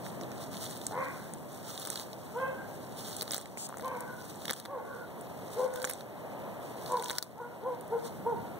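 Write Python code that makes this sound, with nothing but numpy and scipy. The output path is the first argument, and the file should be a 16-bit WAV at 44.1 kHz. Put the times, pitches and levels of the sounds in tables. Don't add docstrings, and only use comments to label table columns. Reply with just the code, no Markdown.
import sys
import numpy as np
from scipy import signal
from scipy.fft import rfft, irfft, next_fast_len
from scipy.io import wavfile
from scipy.ndimage import uniform_filter1d, map_coordinates

SR = 44100
rng = np.random.default_rng(int(sys.argv[2]) if len(sys.argv) > 2 else 0)


def unload_audio(sound):
    columns = np.transpose(np.atleast_2d(sound))
    steps = np.round(np.clip(columns, -1, 1) * 32767)
    wavfile.write(sys.argv[1], SR, steps.astype(np.int16))


N = 378963


def amp(db):
    return 10 ** (np.asarray(db) / 20)


def unit(x):
    return x / np.sqrt(np.mean(x ** 2) + 1e-20)


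def along(points, hz):
    f, v = np.transpose(points)
    return np.interp(np.log(hz + 1), np.log(f + 1), v)


def curves(rows):
    s, *cols = np.transpose(rows)
    return [np.interp(np.arange(N) / SR, s, c) for c in cols]


def wobble(rate, size=N):
    knots = rng.standard_normal(int(size * rate / SR) + 4)
    return map_coordinates(knots, [np.arange(size) * rate / SR])


def filtered(x, response):
    m = next_fast_len(x.shape[-1] + 4096)
    return irfft(rfft(x, m) * response(np.fft.rfftfreq(m, 1 / SR)), m)[..., :x.shape[-1]]


def ports(pair, spectrum, side):
    def response(hz):
        return amp(along(spectrum, hz)) * [hz * 0 + 1, amp(along(side, hz))]
    total, diff = filtered(pair, response)
    return np.array([total + diff, total - diff])


def panned(db):
    return amp(np.array([db / 2, -db / 2]))


# freq_hz, level_db
HISS_COLOUR = [(60, -16), (1000, 1), (4000, -50), (10000, 9), (14500, 14.5), (16000, 9.5)]


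def microphone_hiss():
    noise = ports(rng.standard_normal((2, N)), HISS_COLOUR, [(1000, -.3)])
    return amp(-62.0) * unit(noise)


# time_s, rumble_db, drone_db
TRAFFIC_LEVELS = [(0, -43, -45), (1, -43.5, -48.5), (2, -49.5, -48), (3, -45.5, -46.5), (4, -47, -48.5),
                  (5, -48, -47), (6, -50.5, -44.5), (7, -48, -46.5), (7.8, -47.5, -45.5), (8.1, -46, -47),
                  (8.35, -40, -46), (8.59, -48, -45.5)]
# freq_hz, level_db
RUMBLE_COLOUR = [(25, -67), (45, -35), (60, -12.5), (120, 1), (220, -2.5), (400, -15), (900, -60)]
DRONE_COLOUR = [(40, -6), (120, 9.5), (300, 2.5), (630, 3), (1000, -5.5), (1600, -17), (2500, -24),
                (4000, -29.5), (8000, -40)]
# freq_hz, level_db
FAR_SIDE_DB = [(60, -19.5), (250, -11.5), (630, -6), (1600, 7), (8000, -18)]


def traffic():
    rumble_db, drone_db = curves(TRAFFIC_LEVELS)
    rumble = unit(ports(rng.standard_normal((2, N)), RUMBLE_COLOUR, FAR_SIDE_DB))
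    drone = unit(ports(rng.standard_normal((2, N)), DRONE_COLOUR, FAR_SIDE_DB))
    rumble_db = rumble_db + 0.28 * wobble(1.7)
    drone_db = drone_db + 0.78 * wobble(3.467)
    return amp(rumble_db) * rumble + amp(drone_db) * drone


# delay_s, level_db
NEAR_WALLS = [(0.039, -12), (.09, -12)]
FAR_WALL_ECHOES = [(.17, -2), (.25, -6)]
# freq_hz, t60_s
GARDEN_DECAY = [(300, .45), (1000, .65), (1600, .85), (4000, .5)]
# freq_hz, level_db
NEAR_WALL_TONE = [(450, -8.5), (1000, -5), (1450, 2), (1700, -1), (2200, 5), (3000, -4)]
FAR_WALL_TONE = [(500, -18), (1000, -17), (1250, -11), (1400, 2), (1520, 3), (1700, -8), (2200, -16)]
SMEAR_S = .03


def gardens(x, echo_db, far_db):
    hz, t, z = signal.stft(rng.standard_normal((2, SR)), SR, nperseg=256)
    decay = amp(-60 * t / along(GARDEN_DECAY, hz)[:, None])
    tail = signal.istft(z * decay, SR, nperseg=256)[1]
    tail /= np.linalg.norm(tail[0])
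    lag = np.arange(tail.shape[1]) / SR

    def smeared(walls):
        shape = sum(amp(db) * np.exp(-((lag - s) / SMEAR_S) ** 2) for s, db in walls)
        return 0.05 * rng.standard_normal(tail.shape) * shape

    near = filtered(tail + smeared(NEAR_WALLS), lambda f: amp(along(NEAR_WALL_TONE, f)))
    far = filtered(smeared(FAR_WALL_ECHOES), lambda f: amp(along(FAR_WALL_TONE, f)))
    echoes = amp(echo_db) * (near + amp(far_db) * far)
    total, diff = signal.fftconvolve(x[None], echoes, axes=1)[:, :len(x)]
    total = total + amp(0.5) * x
    return np.array([total + diff, total - diff])


# start_s, loudest_s, end_s, from_hz, top_hz, last_hz, glide_s,
# partial_1_db, partial_2_db, partial_3_db, partial_4_db, partial_6_db, flutter_depth (0-1),
# half_pitch_db and breath_db (over partial 2), echo_db, far_echo_db (over the near echoes)
DOG_YELPS = [(0.892, 0.982, 1.03, 260.4, 586.5, 554, 0.05, -38, -44.5, -58, -58.5, -79, 0.9, -8.5, -5, -0.5, -7),
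             (2.344, 2.455, 2.465, 410, 538.8, 534.8, 0.03, -35, -41.5, -48.5, -61, -62.5, 0.25, -38, -8, -2.5, -8),
             (3.817, 3.84, 3.975, 421.8, 545.6, 488.6, 0.02, -40.5, -45.5, -63, -74, -74, 0.67, -18, -4, -0.5, 1.5),
             (4.673, 4.776, 4.79, 421, 620, 448.3, 0.022, -37.5, -42.5, -60.5, -77, -83, 0.29, -28, -2, -1.5, 4.5),
             (5.554, 5.605, 5.67, 405, 534.7, 511, 0.031, -29.5, -48.5, -72, -83, -88, 1, -20, 4, 0.5, 0.5),
             (6.89, 6.949, 6.995, 470.3, 526.7, 457.6, 0.03, -34.5, -36.5, -57, -77, -85, 0.76, -19, -10, -5.5, -2),
             (7.37, 7.42, 7.455, 420, 507, 486, 0.04, -40.5, -41.5, -54.5, -70, -89.5, 0.36, -31, -12, -4, -13),
             (7.624, 7.666, 7.73, 413.7, 546.5, 499, 0.036, -32.5, -41, -64, -84.5, -90, 0.22, -33, -3, -6, -9),
             (7.902, 7.933, 7.97, 404.4, 511.5, 469, 0.027, -29.5, -40.5, -55.5, -79, -88, 0.44, -26, -6, -3.5, -11),
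             (8.25, 8.264, 8.325, 399.4, 509, 453, 0.025, -28, -34.5, -53, -78, -88, 0.31, -36, -13.5, -5, -10)]
# freq_hz, level_db
MUZZLE = [(330, -34), (420, -1), (480, 0.5)]
# freq_hz, level_db
THROAT_COLOUR = [(250, -7), (550, 9), (900, 22), (1150, -18), (1480, 6.5), (1750, -10.5), (2100, -3),
                 (3000, -57)]
SHIMMER = .28
BRIGHTENS = .5


def dog():
    heard = np.zeros((2, N + 2 * SR))
    for (start, loudest, end, from_hz, top_hz, last_hz, glide, *levels,
         flutter, half_db, breath_db, echo_db, far_db) in DOG_YELPS:
        t = np.arange(start, end + .037, 1 / SR)
        rise = (top_hz - from_hz) * np.exp(-(t - start) / glide)
        bend = (last_hz - top_hz) * ((t - start) / (end - start)) ** 2
        hz = top_hz - rise + bend
        effort_s = [start, start + .015, loudest, end, end + .035]
        effort = amp(np.interp(t, effort_s, [-22, -10, -3, -7, -22]))
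        push = effort / effort.max()
        levels.insert(4, (levels[3] + levels[4]) / 2)
        phase = 2 * np.pi * np.cumsum(hz * (1 + .018 * wobble(90, len(t)))) / SR
        flutter_hz = 80 * (1 + 0.19 * wobble(38.0, len(t)))
        beat = np.sin(2 * np.pi * np.cumsum(flutter_hz) / SR + rng.uniform(0, 2 * np.pi))

        def shake(k):
            return 1 + flutter * min(k + .35, 1.2) * beat + SHIMMER * wobble(45, len(t))

        tone = 0
        for k, db in enumerate(levels):
            strength = np.sqrt(2) * amp(db + along(MUZZLE, (k + 1) * hz))
            strength = strength * push ** (BRIGHTENS * max(k - 2, 0))
            tone = tone + strength * shake(k) * np.sin((k + 1) * phase)
        half = sum(shake(k) * np.sin((k + .5) * phase) / (k + 1) ** .3 for k in range(1, 5))
        gated = (1 + 0.35 * np.sin(phase)) * rng.standard_normal(len(t))
        breath = unit(filtered(gated, lambda f: amp(along(THROAT_COLOUR, f))))
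        rough = amp(levels[1]) * (amp(half_db) * half + amp(breath_db) * breath)
        yelp = np.pad(effort * (tone + rough), (0, SR - len(t)))
        heard[:, round(start * SR):][:, :SR] += gardens(yelp, echo_db, far_db)
    return heard[:, :N]


# full_from_s, full_until_s, level_db
HEAD_STROKES = [(0.048, 0.086, -50.5), (0.198, 0.233, -55.5), (0.411, 0.42, -48), (0.546, 0.61, -50.5),
                (0.63, 0.65, -41), (0.705, 0.766, -48.5), (0.842, 0.913, -52), (0.992, 1.28, -57.5),
                (1.532, 1.545, -51.5), (1.693, 2.006, -47), (2.126, 2.424, -61.5), (2.71, 2.78, -57),
                (2.844, 4.595, -61), (2.988, 3.205, -48), (3.344, 3.372, -42.5), (4.22, 4.237, -53.5),
                (4.27, 4.455, -55.5), (4.49, 4.585, -46.5), (4.87, 5.026, -62), (5.288, 5.5, -63.5),
                (5.54, 5.655, -51), (5.763, 5.83, -50.5), (5.838, 6.003, -57.5), (5.905, 5.907, -42),
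                (6.637, 6.846, -59), (6.842, 7.236, -52), (6.987, 7.16, -50), (7.3, 7.8, -74),
                (7.86, 8.0, -63), (8.047, 8.072, -51.5), (8.15, 8.59, -73)]
RISE_DB_PER_S, FALL_DB_PER_S = 190, 203
REST_DB = -64.5


def movement():
    t = np.arange(0, N, 64) / SR
    power = amp(2 * REST_DB)
    for start, end, db in HEAD_STROKES:
        before, after = np.maximum(start - t, 0), np.maximum(t - end, 0)
        power = power + amp(2 * (db - RISE_DB_PER_S * before - FALL_DB_PER_S * after))
    return np.interp(np.arange(N) / SR, t, 10 * np.log10(power))


# freq_hz, level_db
LEAF_COLOUR = [(500, -24), (1200, 3.5), (2500, -9), (3800, -0.5), (5500, -1), (8400, 2), (11000, -0.5),
               (13000, -4), (16000, 1.5)]
# freq_hz, level_db
LEAF_SIDE_DB = [(500, -17), (1500, -4.5), (4000, -2.5), (16000, 3.5)]


def rustle():
    struck = rng.random(N) < 1500 / SR
    sizes = struck * amp(np.minimum(15.0 * rng.exponential(size=N), 17))
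    grains = signal.lfilter([1], [1, -.93], sizes)
    strength = (.92 + .48 * unit(grains)) * amp(2.2 * wobble(40))
    excite = strength * rng.standard_normal((2, N))
    return amp(movement()) * unit(ports(excite, LEAF_COLOUR, LEAF_SIDE_DB))


# time_s, level_db
PUFF_LEVEL = [(3.571, -66), (3.578, -42.5), (3.62, -41.5), (3.668, -42), (3.678, -69)]
# freq_hz, level_db
PUFF_COLOUR = [(1500, -24), (3500, -10), (5500, -7), (6800, -1), (7800, 2), (9000, -1), (10500, -10),
               (13000, -13), (16000, -12)]


def puff():
    noise = unit(ports(rng.standard_normal((2, N)), PUFF_COLOUR, [(1000, 5.4)]))
    return amp(curves(PUFF_LEVEL)[0]) * panned(9.0)[:, None] * noise


# start_s, level_db (before the decay)
WEED_TICKS = [(3.6944, -30), (3.703, -37), (3.726, -32), (3.742, -32), (3.809, -48)]
TICK_HZ, TICK_T60_S = 1010, 0.0053


def ticks():
    out, t = np.zeros(N), np.arange(900) / SR
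    for s, db in WEED_TICKS:
        hz = TICK_HZ * rng.uniform(0.65, 1.43)
        envelope = amp(db - 60 * t / TICK_T60_S) * (1 - np.exp(-t / 0.0001))
        out[round(s * SR):][:len(t)] += envelope * np.sin(2 * np.pi * hz * t)
    return out


SMALL_PER_S = 170
SMALL_DB, SMALL_SPREAD_DB = 5.5, 2.2


def small_breaks():
    when, size, bright, knock, side = rng.random((int(SMALL_PER_S * N / SR), 5)).T
    s = .01 + when * (N / SR - .02)
    db = movement()[(s * SR).astype(int)] + SMALL_DB - SMALL_SPREAD_DB * np.log(1 - size)
    hz = np.where(bright < .45, 3800, 4500 + 12000 * (bright - .45))
    return list(zip(s, db, hz, -24 + 18 * knock, -8 + 10 * side))


# time_s, level_db (crack peak), brightest_hz, knock_db (over the crack), left_over_right_db
STEM_SNAPS = [(0.065, -36, 3600, 8.5, -5), (0.2125, -39, 6400, 5, -12), (0.2345, -35.5, 3800, -25, -5),
              (0.3173, -40, 6000, 6, -12), (0.545, -38, 3600, 5, -4), (0.5776, -38, 3700, -2, -1),
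              (0.703, -35, 8000, -12, 7), (0.711, -29, 7500, -8, -1), (0.774, -33, 8300, -16, 2),
              (0.8153, -31.5, 3450, 0, -4), (0.8672, -16, 8150, -14.5, -3), (0.8705, -41, 3900, -20, -3),
              (1.084, -38.5, 7000, 2, 0), (1.197, -43, 11000, -20, 0), (1.337, -26.5, 8600, -6, 1),
              (1.385, -44.5, 8000, -20, 0), (1.7775, -27.5, 3940, -14, -3), (1.7984, -27, 10100, -24, 1),
              (1.852, -23.5, 4000, -10, 9), (1.86, -27, 3920, -20, 2), (1.873, -24.5, 8400, -3, 4),
              (1.9024, -25, 8700, -12, -24), (1.93, -31, 3700, -6, 2), (1.958, -21, 3700, -10, -6),
              (1.975, -28, 3700, -19, 1), (1.997, -25, 4030, -7, -1), (2.0305, -50, 3700, -25, 1),
              (2.1315, -33, 4650, -11, -2), (3.098, -31, 8100, -6, 0), (3.13, -34.5, 4100, -21, -12),
              (3.153, -43, 3900, -19, -4), (3.1665, -21.5, 8350, -28, -2), (3.2108, -22, 4160, -18, -9),
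              (3.2212, -22, 4400, -6, 16), (3.2273, -21.5, 10700, -6, 0), (3.279, -31, 3700, 4, -1),
              (3.309, -21, 5360, -6, -4), (3.3187, -19.5, 8200, -6, 6), (3.3348, -21.5, 3900, -4.5, -6),
              (3.345, -19, 4040, -12, 16), (3.359, -27, 3700, -6.5, -2), (3.365, -18.5, 6300, -4, 4),
              (3.3807, -18.5, 8600, -5, -4), (3.413, -30, 8640, -9, -5), (3.458, -36, 3500, 2, -13),
              (3.515, -47, 6000, -0.5, 11), (3.5735, -34.5, 7500, 5, -11), (3.69, -30, 7700, -15, 11),
              (3.7716, -31, 7650, 1, 6), (3.7834, -37, 7350, -6, 15.5), (3.8097, -33, 3500, -20, 2),
              (3.7967, -44, 8440, 13, 19), (3.8237, -39, 3400, 9, 16), (3.8461, -33, 3700, -13, -2),
              (3.8584, -31, 11500, -12, 1), (3.881, -38, 3350, -15, 27), (3.971, -42, 7000, -30, 4),
              (4.007, -27, 8600, -18, 5), (4.4548, -22, 3460, -6, 1), (4.481, -24, 3720, -5, -6),
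              (4.496, -28.5, 3700, 7, -8), (4.5023, -21.5, 3570, -1, -2), (4.5094, -16.5, 4540, -3.5, 12),
              (4.523, -29, 3700, -4, -10), (4.533, -19.5, 8700, -5, -8), (4.537, -23, 3800, -4, 3),
              (4.564, -29, 3700, -16, 6), (4.6, -24.5, 3760, -12, 10), (4.653, -26, 3600, -1, 3),
              (4.658, -25.5, 3740, 1, 7), (4.854, -45, 3800, 9, 7), (5.2113, -36.5, 9100, -22, 12),
              (5.739, -28.5, 8360, -3, 4), (5.7593, -31, 3800, 2.5, 20), (5.774, -36, 3340, 3, 0),
              (5.819, -26, 4230, -5.5, -1), (5.8285, -24, 8600, -10, -1), (5.8438, -20.5, 3750, 3.5, 1),
              (5.85, -16.5, 7100, -9, -4), (5.874, -26, 4020, 1, 0), (5.897, -19, 10650, -5.5, -3),
              (5.9, -21, 11200, -8.5, -8), (5.911, -23, 10930, -3, -6), (5.9354, -22, 7700, -13, 3),
              (5.961, -44, 7000, -16, -7), (6.009, -31.5, 4240, -0.5, -1), (6.297, -57, 3800, 6, 5),
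              (6.393, -52, 8050, -20, 2), (6.921, -27.5, 8280, -25, 1), (6.97, -29.5, 3950, -4, -6),
              (6.9972, -26, 3630, -11, -2), (7.025, -24.5, 8950, -1.5, -3), (7.0372, -25.5, 3600, -25, -4),
              (7.0432, -22, 6000, -13, 6), (7.0594, -24, 3450, -5, 0), (7.0838, -24, 3900, -6, 3),
              (7.098, -19, 3720, 0, -4.5), (7.106, -22.5, 3920, 9, 1), (7.1122, -21, 7760, -9, -9),
              (7.1306, -29, 3820, -5, 1), (7.153, -32, 3700, -6, 1), (7.1842, -10.5, 4960, -7.5, 0),
              (7.2264, -14.5, 4300, -7.5, 12), (7.381, -39.5, 6000, -17.5, 2), (7.748, -42, 4240, -14.5, 0),
              (7.8103, -39, 10700, -21, -24), (7.88, -37, 9000, -28, 0)]
# freq_hz, level_db
KNOCK_COLOUR = [(250, 10), (500, 8), (1000, -1), (1600, 1.5), (2200, 3.5), (3500, -24.5)]


def snaps():
    out, t = np.zeros((2, N + SR)), np.arange(1400) / SR - .002

    def fade(t60):
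        return amp(np.where(t < 0, 60 * t / 0.0034, -60 * t / t60))

    for s, db, hz, knock_db, pan in STEM_SNAPS + small_breaks():
        burst = rng.standard_normal((3, len(t))) * (fade(.007) + .17 * fade(.055))
        burst[:, np.argmin(abs(t))] = [7, 4, 6]
        burst[:, rng.integers(100, 400, size=4)] += rng.normal(0, .7, size=4)

        def brightness(f):
            peak = np.exp(-(np.log((f + 1) / hz) / .25) ** 2)
            return np.minimum(f / hz, 1) ** .9 + 2.2 * peak

        crack = ports(filtered(burst[:2], brightness), LEAF_COLOUR, LEAF_SIDE_DB)
        crack = crack / np.abs(crack.mean(0)).max()
        knock = filtered(burst[2], lambda f: amp(along(KNOCK_COLOUR, f)))
        knock = amp(knock_db - 7.5) * knock / np.abs(knock).max()
        placed = amp(db + 1.0) * panned(pan)[:, None] * (crack + knock)
        out[:, round((s + t[0]) * SR):][:, :len(t)] += placed
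    return out[:, :N]


def scene():
    background = microphone_hiss() + traffic() + dog()
    return background + rustle() + puff() + ticks() + snaps()


# freq_hz, level_db
PORT_BALANCE = [(40, -5), (300, 3), (1000, 3.5), (3000, -14.5), (15000, 2)]
# freq_hz, share (0-1, subtracted from the other side)
CROSSFEED_SHARE = [(100, .9), (2500, .96), (5000, .92), (6300, .6), (7500, .5), (9000, .3), (16000, .15)]
CROSS_S = 0.0004067
# freq_hz, level_db
TREBLE_EDGE = [(15700, 1), (15900, -36), (16500, -34)]
TOP_HZ = 16700


def record(dry):
    def across(hz):
        return np.clip(along(CROSSFEED_SHARE, hz), 0, 1) * np.exp(-2j * np.pi * hz * CROSS_S)

    uneven = filtered(dry, lambda hz: panned(along(PORT_BALANCE, hz)))
    wide = uneven - filtered(uneven[::-1], across)
    power = uniform_filter1d((wide ** 2).max(0), 130)
    loud_db = 10 * np.log10(np.abs(power) + 1e-12)
    need_db = np.minimum(0, 1.094 * (-26.0 - loud_db))
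    climb_db = 7.3 * np.arange(N) / SR
    gain_db = np.minimum(0, np.minimum.accumulate(need_db - climb_db) + climb_db)
    gain = signal.lfilter([.004], [1, -(1 - .004)], amp(gain_db) - 1) + 1
    return filtered(wide * gain, lambda hz: amp(along(TREBLE_EDGE, hz)) * (hz < TOP_HZ))


dry = scene()
out = record(dry)
unload_audio(out)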